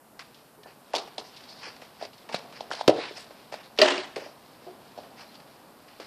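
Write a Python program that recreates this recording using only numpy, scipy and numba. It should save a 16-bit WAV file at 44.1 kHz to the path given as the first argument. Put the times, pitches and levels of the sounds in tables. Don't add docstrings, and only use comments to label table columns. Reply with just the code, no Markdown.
import sys
import numpy as np
from scipy import signal
from scipy.fft import rfft, irfft, next_fast_len
from scipy.io import wavfile
from scipy.ndimage import uniform_filter1d
from numba import njit

SR = 44100
rng = np.random.default_rng(int(sys.argv[2]) if len(sys.argv) > 2 else 0)


def voltage_ratio(level):
    return 10 ** (np.asarray(level, float) / 20)


def digitize_waveform(pressure):
    field = np.atleast_2d(pressure).T
    bounded = np.clip(field, -1, 1)
    quanta = np.round(bounded * 32767).astype(np.int16)
    wavfile.write(sys.argv[1], SR, quanta)


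N = 267246

# freq_hz, density_db
HUM_TONE = [(76, -60), (130, -8), (232, 1), (348, -3.5), (698, -1.5), (1010, -4.5), (1350, -9), (2250, -19),
            (3000, -20.5), (3900, -38), (6600, -120)]
# freq_hz, density_db
RUMBLE_TONE = [(12, -68), (20, -20), (49, -11), (160, 1.5), (210, -23), (350, -120)]
# freq_hz, density_db
HISS_TONE = [(880, -71), (1500, 2.5), (2250, -14.5), (4720, -6), (6610, -6.5), (8500, -3), (13900, -1.5),
             (14600, -7.5), (15000, -52)]
# time_s, rustle_db
STIR = [(0.0, -71.5), (.3, -55), (.62, -65.5), (1.0, -53.5), (1.6, -49), (1.96, -56.5), (2.36, -52.5),
        (2.8, -52), (2.92, -44), (3.05, -41), (3.27, -49.5), (3.43, -53), (3.6, -57.5), (4.23, -52.5),
        (4.42, -56.5), (5.3, -53.5), (5.84, -59.5), (6.06, -50.5)]
# start_s, length_s, from_hz, to_hz, level_db
WHISTLES = [
    (.632, .08, 4050, 4050, -64),
    (5.25, .175, 3980, 4950, -60),
]
# freq_hz, density_db
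GRASS_TONE = [(470, -18), (800, -3), (1290, -5.5), (1600, -5), (1830, -4), (2650, -2.5), (3020, -2.5),
              (4650, -1.5), (5310, -5), (6280, -15.5), (14000, -33)]
# start_s, level_db, t60_s
TREADS = [(0.192, -32, 0.093), (.204, -42.5, 0.24), (.631, -47, 0.065), (0.9345, -28, 0.12),
          (1.0744, -43.5, 0.088), (1.405, -43, .051), (1.7632, -42, 0.04), (1.8162, -42.5, 0.25),
          (2.289, -38, 0.17), (2.325, -34.5, 0.33), (2.525, -40, 0.082), (5.208, -35, .05),
          (2.705, -30, 0.022), (2.712, -27.5, 0.14), (2.772, -38, 0.11), (2.81, -27.5, 0.031),
          (2.878, -12.5, 0.071), (3.054, -41, 0.048), (3.3096, -41.5, 0.044), (3.5214, -35.5, 0.1),
          (3.538, -36, 0.18), (3.776, -33, 0.061), (4.159, -31.5, 0.23), (4.8507, -51, 0.065),
          (5.0324, -46, .06), (5.4008, -47, .05), (5.999, -35.5, 0.15)]
# start_s, level_db, t60_s
FLICKS = [(0.344, -47.5, 0.065), (.632, -46, 0.054), (0.95, -24, 0.11), (0.9605, -22, 0.044),
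          (0.9805, -32.5, 0.23), (1.1802, -30, 0.11), (1.362, -42, 0.14), (1.4348, -46.5, 0.1),
          (2.024, -35.5, 0.12), (2.0485, -44, 0.11), (2.131, -47, 0.084), (2.179, -46.5, 0.034),
          (2.344, -29.5, 0.061), (2.359, -35, 0.13), (2.606, -34.5, 0.077), (2.732, -33, 0.059),
          (2.749, -34, .05), (2.8775, -13, .026), (3.112, -47, 0.24), (3.763, -49, 0.05),
          (4.9754, -44, 0.17), (5.113, -64, 0.081), (5.3423, -45, 0.049), (5.3533, -43, 0.048)]
# start_s, level_db, hold_s, dull_share_db, bright_centre_hz
SWISHES = [(0.653, -52, 0.028, 6.5, 3970), (1.225, -49.5, 0.035, -1, 5400), (1.469, -43.5, 0.03, -7, 4680),
           (1.532, -50, 0.043, -7, 4350), (1.608, -36.5, .05, 4.5, 4700), (1.988, -42, 0.027, 6, 4800),
           (2.3, -43.5, .03, 6, 4800), (2.542, -41.5, 0.014, 5, 4540), (2.721, -39.5, 0.048, 3, 4460),
           (2.778, -38, 0.0067, 0.5, 3380), (2.951, -39, .04, 8.5, 3170), (2.995, -39.5, 0.049, 11.5, 3300),
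           (3.145, -39, 0.022, 3, 5230), (3.158, -47.5, 0.027, -8, 8600), (3.567, -50, 0.023, 8.5, 4930),
           (3.62, -47.5, 0.007, 2, 3480), (3.943, -36.5, 0.052, 6, 3500), (4.193, -44, 0.029, 6, 5140),
           (4.246, -51.5, 0.021, 3, 5200), (5.16, -46, .01, 5, 5000), (5.18, -43.5, 0.015, 3.5, 4620),
           (5.858, -57, 0.042, 7, 4470), (6.02, -50, .03, 4, 4000)]
# start_s, crack_db, boom_db, rattle_db, rattle_t60_s
BLOWS = [
    (3.7874, -12, -14.5, -25, 0.45),
    (3.8155, -4, -12, -19, 0.51),
    (3.844, -29, -21, -33.5, 0.067),
    (3.875, -22.5, -26, -29.5, 0.43),
    (3.92, -26, -21.5, -33, 0.17),
    (3.978, -25.5, -27.5, -39.5, 0.39),
]
# freq_hz, level_db, t60_s
PANEL_MODES = [(296, -9, .14), (366, -0.5, 0.18), (443, -1, 0.13), (502, -1, 0.086), (585.6, -1, 0.19),
               (663, -9, 0.15), (675, -15, 0.1), (850, -24, 0.08), (1165, -5, 0.065), (1740, -13, .04),
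               (2340, -10, 0.04), (2830, -2, 0.067), (4700, -19, 0.03)]
# freq_hz, width_hz, level_db
SLATS = [(1940, 170, -5.5), (2800, 740, -0.5), (4740, 1600, -5)]
# freq_hz, density_db
RATTLE_TONE = [(130, -39), (220, -34), (276, -1), (319, -17), (363, -8), (553, -18.5), (640, -3),
               (1410, -11.5), (1830, -7.5), (2260, -13), (3020, -9), (7980, -29), (9840, -38), (10500, -79),
               (13600, -99), (22000, -120)]
# start_s, peak_db, pitch_hz, turf_rumble_db
FOOTFALLS = [(.193, -43, 1320, -6), (.575, -50.5, 290, 1), (0.654, -46, 774, 2.5), (.883, -52, 390, -13),
             (1.074, -35.5, 800, -11.5), (1.209, -36, 970, -12), (1.665, -42.5, 490, 1),
             (1.819, -37, 620, -13), (2.01, -33, 694, -9), (2.049, -33.5, 615, -13),
             (2.291, -33, 690, -4.5), (2.313, -32.5, 780, -8.5), (2.341, -20, 635, -8.5),
             (2.371, -43, 587, -7.5), (2.447, -43.5, 620, -1), (2.626, -41, 670, -10),
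             (2.605, -23.5, 740, -19), (2.702, -30, 606, -11), (2.711, -24, 920, -4),
             (2.734, -29.5, 606, -12), (2.79, -30, 850, -21), (2.808, -17.5, 790, -20),
             (3.108, -31, 483, -7), (3.176, -36.5, 646, -9), (3.305, -38.5, 620, -9), (3.522, -28, 660, -5),
             (3.538, -24, 670, -15.5), (4.974, -31, 660, -6.5), (4.984, -29.5, 675, -10),
             (5.034, -46, 663, 1.5)]
# start_s, peak_db, pitch_hz, turf_rumble_db, rumble_t60_s
BALL = [(.937, -14, 685, -11, 0.12), (.959, -26.5, 790, -7.5, .3), (1.179, -26, 675, -10, 0.14),
        (2.023, -24, 630, -12.5, .11), (2.878, -4.5, 470, -6, 0.048), (2.891, -2.5, 542, -10.5, 0.07),
        (2.907, -21, 580, -7, 0.065), (2.929, -22, 585, -10, 0.12), (2.948, -31, 630, -3, .1),
        (2.965, -27.5, 445, -0.5, 0.09), (2.982, -29.5, 515, 3, 0.083), (2.997, -31, 432, -9, 0.035),
        (4.163, -24, 506, -3.5, 0.11), (4.219, -34.5, 500, -7, .1), (4.259, -35, 550, -4.5, 0.17),
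        (4.664, -38, 520, -9, 0.53), (5.997, -32, 520, -7.5, 0.12)]
# start_s, peak_db,
# pitch_hz, contact_s
KNOCKS = [(0.641, -57.5, 1760, .03), (2.341, -32, 172, 0.003), (2.341, -18, 1320, 0.00018),
          (2.7108, -20, 1450, 0.00069), (2.876, -12.5, 92, 0.0047), (3.784, -11, 3240, 0.0003),
          (2.877, -16, 270, 0.0038), (3.788, -22.5, 431, 0.011), (3.8125, -9, 4700, 0.00084),
          (3.816, -9.5, 624.3, 0.013), (3.817, -17.5, 399, .014), (3.976, -36, 376, 0.02),
          (3.977, -32, 614, 0.0093), (4.161, -38, 182, 0.003), (4.667, -45, 368.6, 0.033),
          (4.672, -41, 694, 0.017)]


def level(x, db=0):
    return x * voltage_ratio(db) / np.sqrt(np.mean(x ** 2, axis=-1, keepdims=True))


def colour(x, tone):
    hz, db = np.transpose(tone)
    size = next_fast_len(x.shape[-1])
    bins_hz = np.arange(size // 2 + 1) * SR / size + 1
    gain = voltage_ratio(np.interp(np.log(bins_hz), np.log(hz), db))
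    return level(irfft(rfft(x, size) * gain, size)[..., :x.shape[-1]])


def band(x, lo_hz, hi_hz):
    sos = signal.butter(2, [lo_hz, hi_hz], "bandpass", fs=SR, output="sos")
    return level(signal.sosfilt(sos, x))


def highpass(x, hz):
    return signal.sosfilt(signal.butter(3, hz, "highpass", fs=SR, output="sos"), x)


def fade(t, t60):
    return np.exp(-np.log(1000) * t / np.maximum(t60, .002))


def walk(rate_hz):
    hold = int(SR / rate_hz)
    steps = np.repeat(rng.standard_normal(N // hold + 1), hold)
    return level(uniform_filter1d(uniform_filter1d(steps, hold), hold)[:N])


def crackle(shape, spread_db):
    snap = np.minimum(rng.exponential(size=shape), 4)
    return rng.standard_normal(shape) * voltage_ratio(spread_db * snap)


def add(track, s, piece):
    i = int(s * SR)
    track[i:i + len(piece)] += piece[:N - i]


def hum_and_hiss(stir_db):
    hum_db = -55 + 0.24 * (stir_db + 57)
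    hum = colour(rng.standard_normal(N), HUM_TONE) * voltage_ratio(hum_db + 1.2 * walk(4.0))
    rumble = colour(rng.standard_normal(N), RUMBLE_TONE) * voltage_ratio(-66.5 + 2.0 * walk(5.4))
    hiss = colour(rng.standard_normal(N), HISS_TONE) * voltage_ratio(-64.5)
    return hum + rumble + hiss


def bird():
    out = np.zeros(N)
    hoarse = voltage_ratio(4 * walk(60)) * (.7 + .5 * walk(400))
    for s, length, from_hz, to_hz, db in WHISTLES:
        t = np.arange(int(length * SR)) / SR
        edge = np.clip(np.minimum(t, length - t) / 0.023, 0, 1) ** 2
        sag = voltage_ratio(-5 * t / length)
        hz = from_hz + (to_hz - from_hz) * (t / length) ** 1.4
        add(out, s, voltage_ratio(db) * edge * sag * np.sin(2 * np.pi * np.cumsum(hz) / SR))
    return out * hoarse


@njit
def walls(x, lags, gain, damp):
    line, soft, out = np.zeros((8, 8192)), np.zeros(8), np.zeros(len(x))
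    for i in range(len(x)):
        total = 0.
        for k in range(8):
            soft[k] += (1 - damp) * (gain[k] * line[k, (i - lags[k]) & 8191] - soft[k])
            total += soft[k]
            out[i] += soft[k] * (1 - 2 * (k % 2))
        for k in range(8):
            line[k, i & 8191] = x[i] + soft[k] - total / 4
    return out


def garden_echo(play):
    t60_s, damp, echo_db = 0.36, 0.6, -16.5
    lags = rng.integers(700, 5000, 8)
    gain = voltage_ratio(-60 * lags / SR / t60_s)
    return voltage_ratio(echo_db) * walls(play + 1e-18, lags, gain, damp)


def rustle(stir_db):
    return colour(crackle(N, spread_db=5.0), GRASS_TONE) * voltage_ratio(stir_db - 5.5 + 1.4 * walk(25.0))


def scuffs():
    out, t = np.zeros(N), np.arange(int(.3 * SR)) / SR
    tread_dull_db, flick_dull_db, split_hz = 5.5, -24, 2850
    snap_rise_s, swish_rise_s, swish_t60_s = 0.0011, .026, .17
    brushes = [(s, db, tread_dull_db, snap_rise_s, 0, t60, None) for s, db, t60 in TREADS]
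    brushes += [(s, db, flick_dull_db, snap_rise_s, 0, t60, None) for s, db, t60 in FLICKS]
    brushes += [(s, db, dull_db, swish_rise_s, hold, swish_t60_s, hz)
                for s, db, hold, dull_db, hz in SWISHES]
    stalks = colour(crackle((len(brushes), len(t)), spread_db=3.5), GRASS_TONE)
    dull = band(stalks, 670, 1.29 * split_hz)
    bright = band(stalks, split_hz, 14000)
    tufts = np.tile(voltage_ratio(2.0 * walk(160)), 2)
    for (s, db, dull_db, rise, hold, t60, centre_hz), low, high in zip(brushes, dull, bright):
        if centre_hz is not None:
            high = level(1.64 * high + band(high, centre_hz / 1.24, centre_hz * 1.294))
        shape = np.minimum(t / rise, 1) * fade(np.maximum(t - rise - hold, 0), t60)
        shape = shape * tufts[int(s * SR):][:len(t)]
        add(out, s, shape * voltage_ratio(db) * (voltage_ratio(-4.5) * high + voltage_ratio(dull_db - 8.5) * low))
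    return out


def fence(contact_t60=0.034, crack_t60=0.03, shake_db=-19):
    out, t = np.zeros(N), np.arange(int(.7 * SR)) / SR
    knocks = crackle((len(BLOWS), len(t)), spread_db=2.0)
    panel = sum(voltage_ratio(db) * np.sin(2 * np.pi * hz * t) * fade(t, t60) for hz, db, t60 in PANEL_MODES)
    clumps = voltage_ratio(2.5 * walk(180))
    for (s, crack_db, boom_db, rattle_db, rattle_t60), knock in zip(BLOWS, knocks):
        shake = fade(t, rattle_t60) * np.minimum(t / 0.012, 1) * clumps[int(s * SR):][:len(t)]
        drive = knock * (fade(t, contact_t60) + voltage_ratio(shake_db) * shake)
        ring = signal.fftconvolve(drive, panel)[:len(t)]
        boom = ring / np.abs(ring).max()
        slats = sum(voltage_ratio(db) * band(knock, hz - wide / 2, hz + wide / 2) for hz, wide, db in SLATS)
        crack = level(slats + 1.5 * band(colour(knock, GRASS_TONE), 1100, 15000))
        crack = crack * fade(t, crack_t60) * np.minimum(t / 0.0019, 1)
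        rattle = band(colour(knock[::-1], RATTLE_TONE), 197, 15000) * shake
        add(out, s, voltage_ratio(boom_db) * boom + voltage_ratio(crack_db) * crack + voltage_ratio(rattle_db) * rattle)
    return highpass(out, 235)


def thuds():
    out, t = np.zeros(N), np.arange(int(.4 * SR)) / SR
    contact_turns = .68
    rumble_t60_s, knock_rumble_db, turf_low_hz = 0.12, -32, 270

    def foot_t60(db):
        return rumble_t60_s - 0.0039 * (db + 43.5)

    hits = [(s, db, hz, contact_turns / hz, rumble_db, t60) for s, db, hz, rumble_db, t60 in BALL]
    hits += [(s, db, hz, contact_turns / hz, rumble_db, foot_t60(db)) for s, db, hz, rumble_db in FOOTFALLS]
    hits += [(s, db, hz, contact, knock_rumble_db, rumble_t60_s) for s, db, hz, contact in KNOCKS]
    soils = rng.standard_normal((len(hits), len(t)))
    late = t - .004
    for (s, db, hz, contact, rumble_db, t60), soil in zip(hits, soils):
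        press = min(.8 * contact, .0016)
        spread = np.where(late < 0, press, 1.1 * contact)
        swing = np.cos(2 * np.pi * hz * late) * np.exp(-.5 * (late / spread) ** 2)
        top_hz = max(1.634 * hz, 2 * turf_low_hz)
        turf = band(band(soil, turf_low_hz, top_hz), turf_low_hz, top_hz)
        turf = turf * np.clip(late / (3 * press), 0, 1) * fade(t, t60)
        add(out, s, voltage_ratio(db + 1.0) * (swing + voltage_ratio(rumble_db) * turf))
    return out


def scene():
    stir_db = np.interp(np.arange(N) / SR, *np.transpose(STIR))
    air = hum_and_hiss(stir_db) + bird()
    play = scuffs() + fence() + thuds()
    near = highpass(play + garden_echo(play) + rustle(stir_db), 170)
    return np.tile(near + air, (2, 1))


def band_limit(x):
    return signal.sosfilt(signal.butter(12, 15620, fs=SR, output="sos"), x)


def record(dry):
    mask_db, mask_top_db, mask_from_hz = -45.5, -83.5, 10200
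    lowpass = signal.ellip(6, .2, 60, 14800, fs=SR, output="sos")
    heard = signal.sosfilt(lowpass, np.clip(dry[0], -1, 1))
    hz, _, cells = signal.stft(heard, SR, nperseg=2048)
    power = np.abs(cells) ** 2
    mask = np.minimum(power[hz > 900].sum(0) * voltage_ratio(mask_db) ** 2, voltage_ratio(mask_top_db) ** 2)
    mask = np.maximum(mask, 0.083 * np.roll(mask, 1))
    faint = uniform_filter1d(power, size=5, axis=0) < mask
    covered = faint & (hz[:, None] > mask_from_hz)
    kept = signal.istft(np.where(covered, 0, cells), SR, nperseg=2048)[1][:N]
    return band_limit(np.tile(kept, (2, 1)))


dry = scene()
out = record(dry)
digitize_waveform(out)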